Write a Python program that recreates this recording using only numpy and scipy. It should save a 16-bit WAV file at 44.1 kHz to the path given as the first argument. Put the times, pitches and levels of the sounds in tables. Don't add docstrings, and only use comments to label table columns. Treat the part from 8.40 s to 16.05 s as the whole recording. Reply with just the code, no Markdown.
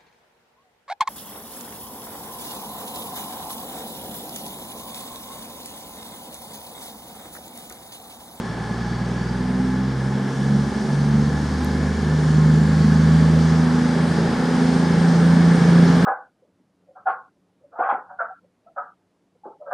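import sys
import numpy as np
from scipy import signal
from scipy.fft import rfft, irfft
from scipy.io import wavfile
from scipy.ndimage import uniform_filter1d

SR = 44100
rng = np.random.default_rng(int(sys.argv[2]) if len(sys.argv) > 2 else 0)


def wav_record(signal):
    frames = np.transpose(np.atleast_2d(signal))
    bounded = np.clip(frames, -1, 1)
    quanta = np.round(bounded * 32767).astype(np.int16)
    wavfile.write(sys.argv[1], SR, quanta)


N = 337365
T = np.arange(N) / SR
F = np.maximum(np.arange(N // 2 + 1) * SR / N, 1)


def undb(db):
    return 10 ** (np.asarray(db) / 20)


def columns(table):
    seconds, *rest = np.transpose(table)
    return [np.interp(T, seconds, column) for column in rest]


def over_hz(table):
    hz, db = np.transpose(table)
    return np.interp(np.log(F), np.log(hz), db)


def walk(rate):
    step = int(SR / rate)
    stairs = np.repeat(rng.standard_normal(N // step + 1), step)
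    smooth = uniform_filter1d(uniform_filter1d(stairs, step), step)[:N]
    return smooth / smooth.std()


# pitch in Hz, side signal minus middle signal in dB.
WIDTH = [(60, -7.5), (110, -14.5), (200, -25), (370, -19), (690, -11), (1260, -11.5), (2320, -9),
         (4270, -10), (7850, -10), (14400, 5)]


def spread(spectrum):
    mid, side = (spectrum * rfft(rng.standard_normal(N)) for _ in range(2))
    side = side * undb(over_hz(WIDTH))
    return irfft(np.array([mid + side, mid - side]), N) / np.sqrt(np.mean(spectrum ** 2))


def tone(hz, width_hz, firm=0):
    sway = [walk(width_hz) for _ in range(4)]
    turn = np.exp(2j * np.pi * np.cumsum(hz + 0 * T) / SR)
    mid = (np.sqrt(2 * firm) + np.sqrt(1 - firm) * (sway[0] + 1j * sway[1])) * turn
    side = 0.16 * (sway[2] + 1j * sway[3]) * turn
    return np.real([mid + side, mid - side])


# time in seconds, crank speed in Hz.
CRANK_SPEED = [(0.0, 18.91), (0.8, 20.34), (1.6, 21.86), (2.4, 23.65), (3.2, 24.84), (4.0, 25.67),
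               (5.0, 26.82), (6.0, 27.66), (6.8, 28.07), (7.65, 28.47)]


def crank():
    crank_hz = columns(CRANK_SPEED)[0]
    return crank_hz, 2 * np.pi * np.cumsum(crank_hz) / SR


# start in seconds, level in dB before the filter, centre in Hz.
NEARBY_TICKS = [(3.246, -27, 8000), (5.1525, -27, 2600)]


def ticks():
    out = np.zeros(N)
    for start, db, hz in NEARBY_TICKS:
        decay = (T >= start) * np.exp(-np.maximum(T - start, 0) / 0.0013)
        burst = undb(db) * decay * rng.standard_normal(N)
        band = signal.butter(2, [hz / 1.8, hz * 1.6], "band", fs=SR, output="sos")
        out += signal.sosfilt(band, burst)
    return out


# middle in seconds, pitch in Hz, peak level in dB, half length in seconds.
LOW_SWELLS = [(2.32, 50.3, -42, .1), (2.7, 56.3, -44, 0.23), (7.102, 55, -48, .08)]


def low_swells():
    out = 0
    for middle, hz, db, half in LOW_SWELLS:
        out = out + undb(db) * np.exp(-((T - middle) / half) ** 2) * tone(hz, 7.1)
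    return out


# time in seconds, level in dB.
LOW_HUM_LEVEL = [(0, -44), (.45, -43), (.6, -54), (.87, -45), (1.3, -42), (1.55, -50), (2.1, -47),
                 (2.45, -39), (2.6, -47), (2.79, -40), (2.95, -50), (3.5, -45), (5, -44), (7.3, -44),
                 (7.55, -37), (7.65, -39)]
# pitch in Hz, width in Hz, level in dB at the start, level in dB at the end.
AUXILIARY_HUMS = [(848, 28, -46.5, -55), (1040, 110, -48, -58), (1680, 35, -49, -51), (1728, 45, -49, -51),
                  (3390, 90, -63, -65), (4645, 40, -66, -66), (5420, 110, -62, -61)]
HUM_DRIFT = .012


def hums():
    out = undb(columns(LOW_HUM_LEVEL)[0]) * tone(383.5, 10, firm=0.35)
    for hz, width_hz, db, end_db in AUXILIARY_HUMS:
        level = undb(np.linspace(db, end_db, N) + .6 * walk(5))
        drift = 1 + HUM_DRIFT * (hz < 2000) * walk(4)
        out += level * tone(hz * drift, width_hz)
    return out


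# time in seconds, level in dB.
GEAR_LEVEL = [(0, -64), (2.4, -60), (3.7, -55), (4, -43), (4.25, -49), (4.55, -43), (4.8, -47), (5.05, -58),
              (6.8, -56), (7.3, -47), (7.65, -48)]
# teeth met per crank turn, width in Hz, dB added to the gear level.
GEAR_MESHES = [(41.7, 20, 0), (55.6, 30, -6)]


def gears(crank_hz):
    out = 0
    for teeth, width_hz, db in GEAR_MESHES:
        out = out + undb(db) * tone(teeth * crank_hz, width_hz, firm=.55)
    return out * undb(columns(GEAR_LEVEL)[0])


# time in seconds, compressor blade rate in Hz, compressor dB, turbine dB.
TURBOCHARGER = [(0, 4230, -58, -82), (.2, 4330, -59, -80), (.55, 4540, -55, -80), (.75, 4640, -58, -80),
                (.92, 4720, -53, -80), (1.3, 5000, -63, -80), (1.9, 5550, -64, -80),
                (2.15, 5770, -57.5, -80), (2.45, 6010, -56.5, -80), (3, 6420, -62, -76),
                (3.4, 6700, -57.5, -70), (3.8, 6960, -58.5, -55), (4.15, 7180, -55.5, -52.5),
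                (4.5, 7360, -58.5, -55), (4.7, 7470, -59, -49), (5.05, 7660, -64, -52),
                (5.3, 7780, -67, -56), (5.8, 7980, -67, -50.5), (6.1, 8090, -64, -52),
                (6.3, 8170, -62, -55), (7.2, 8500, -60, -57), (7.65, 8644, -60, -56)]
TURBINE_SHARE = .618


def turbochargers():
    blade_hz, compressor_db, turbine_db = columns(TURBOCHARGER)
    out = undb(compressor_db + 2 * walk(10)) * tone(blade_hz, 330)
    return out + undb(turbine_db + 1.5 * walk(10)) * tone(TURBINE_SHARE * blade_hz, 190)


# pitch in Hz, relative dB per Hz.
ROAR_COLOUR = [(160, -22), (280, -7), (309, -2.5), (461, -2.5), (560, -8.5), (680, -10.5), (839, -7),
               (958, -11), (1270, -11.5), (1710, -11.5), (1860, -16), (2470, -25.5), (4100, -25.5),
               (5000, -25), (7400, -34), (7900, -37), (8500, -33), (9200, -35), (11500, -52.5),
               (13300, -54.5), (14900, -65)]


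def broad_noise(growl_db, hiss_db):
    colour = undb(over_hz(ROAR_COLOUR))
    colour = colour / np.sqrt(np.mean(colour ** 2 * (F > 500) * (F < 2500)))
    out = 0
    for hz in 280 * 2 ** np.arange(0, 6, .5):
        band = colour * np.cos(np.pi / 2 * np.clip(2 * np.log2(F / hz), -1, 1))
        low = np.clip(np.log2(900 / hz), 0, 1)
        high = np.clip(np.log2(hz / 3000), 0, 1)
        db = -1.0 + low * (growl_db + 0.74 * walk(7.6)) + high * hiss_db
        db = db + (.5 + .5 * high) * walk(9)
        out = out + undb(db) * np.sqrt(np.mean(band ** 2)) * spread(band)
    return out


# centre in Hz, width in Hz, dB added to the fan level.
COOLING_FANS = [(818, 137, -5), (1684, 240, -1.5), (2180, 310, -8), (3260, 770, -9.5)]


def fans(low_fan_db, upper_fan_db):
    out = 0
    for hz, width_hz, db in COOLING_FANS:
        fan_db = low_fan_db if hz < 1000 else upper_fan_db
        hump = 1 / (1 + (2 * (F - hz) / width_hz) ** 4)
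        out = out + undb(fan_db + db + 0.89 * walk(6)) * spread(hump)
    return out


# pitch in Hz, relative dB per Hz.
GAS_COLOUR = [(25, -29.5), (60, -18.5), (100, -15.5), (140, -9), (200, -3), (260, -7), (300, -21)]
# time in seconds, dB above the roar.
RUMBLE_LEVEL = [(0, 0), (1.3, 1), (2.3, 5), (3, 6), (4.5, 4), (5.1, 1.5), (5.8, 1), (7.65, 3.5)]


def rumble(crank_angle):
    throb = 1 + 0.14 * np.cos(crank_angle + 2.6 * walk(3))
    level = undb(columns(RUMBLE_LEVEL)[0] + 1.0 * walk(3.14))
    return throb * level * spread(undb(over_hz(GAS_COLOUR)) * (F < 330))


ROAR_LEVELS = [(0, -36.5, 0.5, 0.93, -4, -10), (.7, -35.5, -0.5, 0.88, -3.5, -9.5),
               (1.3, -36, 0, 1.8, -8, -10), (2.3, -35, 1.5, 3.4, -2.5, -9), (3, -34, -0.8, 3.5, -6, -12),
               (3.6, -34, 1.3, 3.5, -10, -8.5), (4.5, -31.5, -0.48, 3.5, -15, -10.5),
               (5.1, -30.5, 0, 1, -18, -10), (5.8, -29, 1.2, 0.65, -8, -14),
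               (6.6, -29, 0.9, 1.1, -4.5, -11), (7.65, -27, 1.5, 2.5, -8, -8.5)]
PAN_DB = 1


def roar(crank_angle):
    roar_db, growl_db, hiss_db, low_fan_db, upper_fan_db = columns(ROAR_LEVELS)
    out = broad_noise(growl_db, hiss_db) + fans(low_fan_db, upper_fan_db) + rumble(crank_angle)
    return out * undb(roar_db + np.array([[PAN_DB], [-PAN_DB]]) / 2)


# middle in seconds, crank order, half length in seconds.
CANCELLATIONS = [(0.407, 8, 0.13), (0.88, 12, 0.093), (0.928, 10, 0.08), (1.544, 9, 0.12), (1.55, 8, 0.087),
                 (1.613, 12, 0.11), (1.87, 3, 0.4), (2.28, 8, 0.074), (2.328, 6, 0.17), (2.422, 6, 0.08),
                 (1.944, 9, 0.05), (2.503, 3, 0.24), (2.572, 9, 0.07), (3.017, 10, 0.064), (3.2, 9, 0.063),
                 (3.564, 6, 0.085), (3.812, 8, 0.33), (4.37, 9, 0.054), (5.738, 8, 0.048), (5.802, 9, 0.21),
                 (5.958, 6, 0.028), (6.148, 3, 0.21), (6.57, 9, 0.13), (6.696, 3, 0.092), (6.77, 9, 0.045),
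                 (7.178, 3, 0.077), (7.236, 9, 0.14)]
CANCEL_LEAK = 0.065


def cancelled(order):
    gain = 1
    for middle, dipped_order, half in CANCELLATIONS:
        if round(dipped_order) == order:
            away = (T - middle) ** 2
            gain = gain * np.sqrt((away + (CANCEL_LEAK * half) ** 2) / (away + half ** 2))
    return gain


# time in seconds, level in dB before dips.
ORDER_3 = [(0.0, -43), (0.39, -35), (3.43, -25), (3.829, -29.5), (4.27, -26), (4.8, -25.5), (5.09, -26),
           (5.44, -36), (6.69, -32.5), (7.65, -35.5)]
ORDER_6 = [(0, -36.5), (.5, -29.5), (1.3, -30.5), (1.65, -22.5), (1.93, -27), (2.13, -16), (2.8, -18.5),
           (3.15, -32.5), (3.38, -24.5), (3.72, -18), (4.09, -12.5), (4.3, -17.5), (4.72, -14), (5.2, -17),
           (5.4, -22), (5.8, -21), (5.98, -30), (6.22, -21.5), (6.5, -18), (6.91, -13), (7.2, -15),
           (7.39, -12), (7.65, -16)]
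ORDER_8 = [(0, -42), (.35, -33), (.67, -30), (1.3, -34.5), (1.9, -44), (2.15, -25), (2.45, -32),
           (2.65, -36), (2.85, -30), (3.05, -32.5), (3.45, -22), (4.2, -22), (4.55, -20.5), (4.85, -25),
           (5.15, -31), (5.3, -39), (5.5, -29.5), (6, -28), (6.35, -29), (6.8, -33), (7.25, -26),
           (7.65, -30)]
ORDER_9 = [(0, -39), (.2, -34), (.45, -30.5), (.8, -30), (1.19, -23), (1.77, -23), (1.94, -24),
           (2.17, -17.5), (2.28, -29), (2.4, -23.5), (2.8, -21), (2.99, -37), (3.8, -31), (4.5, -24.5),
           (4.84, -26), (5.28, -19.5), (6, -22.5), (6.25, -18), (6.76, -21), (6.9, -22.5), (7.65, -23)]
# time in seconds, level in dB before swells and dips.
ORDER_5 = [(0, -58), (1.9, -61), (2.15, -46), (2.5, -52), (2.75, -47), (3.2, -37), (3.5, -49), (3.68, -50),
           (3.95, -38), (4.25, -41), (4.6, -39), (4.9, -46), (5.22, -48), (5.45, -32), (5.9, -34),
           (6.2, -39), (6.35, -33), (6.65, -31.5), (7.05, -30.5), (7.4, -26.5), (7.65, -30)]
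ORDER_7 = [(0, -52), (.65, -41), (.95, -48), (1.2, -37), (1.6, -50), (2.2, -50), (3, -48), (3.6, -51),
           (3.8, -49), (4.25, -40), (4.55, -35), (4.95, -54), (5.3, -33), (6, -37), (6.22, -38), (6.4, -31),
           (6.65, -26), (6.78, -35), (6.92, -24), (7.2, -38), (7.65, -40)]
ORDER_10 = [(0, -37), (.75, -33.5), (1.2, -38), (1.7, -37), (2.1, -54), (2.45, -37), (2.9, -40),
            (3.25, -27.5), (3.65, -38), (3.85, -31), (4.35, -36), (4.8, -33), (5.2, -48), (6, -47),
            (7.65, -47)]
# pitch in Hz, dB added to the note.
SILENCER_CURVE = [(190, -14), (225, -11.5), (238, -10), (255, 0.5), (265, -8.5), (275, -19), (290, -20),
                  (345, -21)]
# time in seconds, level in dB before the gas colour is added.
HALF_ORDERS = [(0, -44), (1.4, -44), (2.2, -47), (4, -43), (6, -41), (7.65, -37)]
# time in seconds, level of each in dB before swells.
UPPER_ORDERS = [(0, -58), (2, -55), (3, -52), (4.5, -50), (6, -49), (7.65, -47)]


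def exhaust_levels(crank_hz):
    notes = []
    for order, table in ((3, ORDER_3), (6, ORDER_6), (8, ORDER_8), (9, ORDER_9)):
        notes.append((order, columns(table)[0]))
    for order, table in ((5, ORDER_5), (7, ORDER_7), (10, ORDER_10)):
        notes.append((order, columns(table)[0] + 1 * walk(5)))
    for order, db in ((11, -31), (12, -25)):
        silencer_db = np.interp(order * crank_hz, *np.transpose(SILENCER_CURVE))
        notes.append((order, db + silencer_db + 1.5 * walk(10)))
    hz, colour_db = np.transpose(GAS_COLOUR)
    for order in (4, 4.5, 5.5, 6.5, 7.5, 8.5, 9.5, 10.5, 11.5):
        pipe_db = np.interp(np.log(order * crank_hz), np.log(hz), colour_db)
        notes.append((order, columns(HALF_ORDERS)[0] + pipe_db + 3 * walk(3)))
    for order in range(13, 22):
        notes.append((order, columns(UPPER_ORDERS)[0] + 3 * walk(8)))
    return notes


def exhaust(crank_hz, crank_angle):
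    out = 0
    for order, db in exhaust_levels(crank_hz):
        phase = order * crank_angle + (.15 + order / 25) * walk(1.5) + .1 * walk(8)
        ear_shift = (0.011 + 0.0015 * order) * walk(1.47) * np.array([[1], [-1]])
        level = np.sqrt(2) * cancelled(order) * undb(db + 0.64 * walk(12))
        out = out + level * np.cos(phase + ear_shift)
    return out


def scene():
    crank_hz, crank_angle = crank()
    background = ticks() + low_swells() + hums()
    machinery = gears(crank_hz) + turbochargers() + roar(crank_angle)
    return background + machinery + exhaust(crank_hz, crank_angle)


# pitch in Hz, left minus right in dB.
MICROPHONE_LEAN = [(60, -0.4), (110, -0.5), (200, -1.2), (370, -1.5), (690, -1.5), (1260, 0), (2320, 1),
                   (4270, -1.2), (7850, -2.5), (14400, -1.5)]
SELF_NOISE_DB, TOP_HZ = -66.5, 15050


def record(dry):
    lean = over_hz(MICROPHONE_LEAN) / 2
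    response = irfft(undb([lean, -lean]), N)
    taps = np.roll(response, 256, axis=1)[:, :513] * np.hanning(513)
    pair = signal.fftconvolve(dry, taps, "same", axes=1)
    pair = pair + undb(SELF_NOISE_DB) * rng.standard_normal((2, N))
    return signal.sosfilt(signal.ellip(12, .2, 80, TOP_HZ, fs=SR, output="sos"), pair)


dry = scene()
out = record(dry)
wav_record(out)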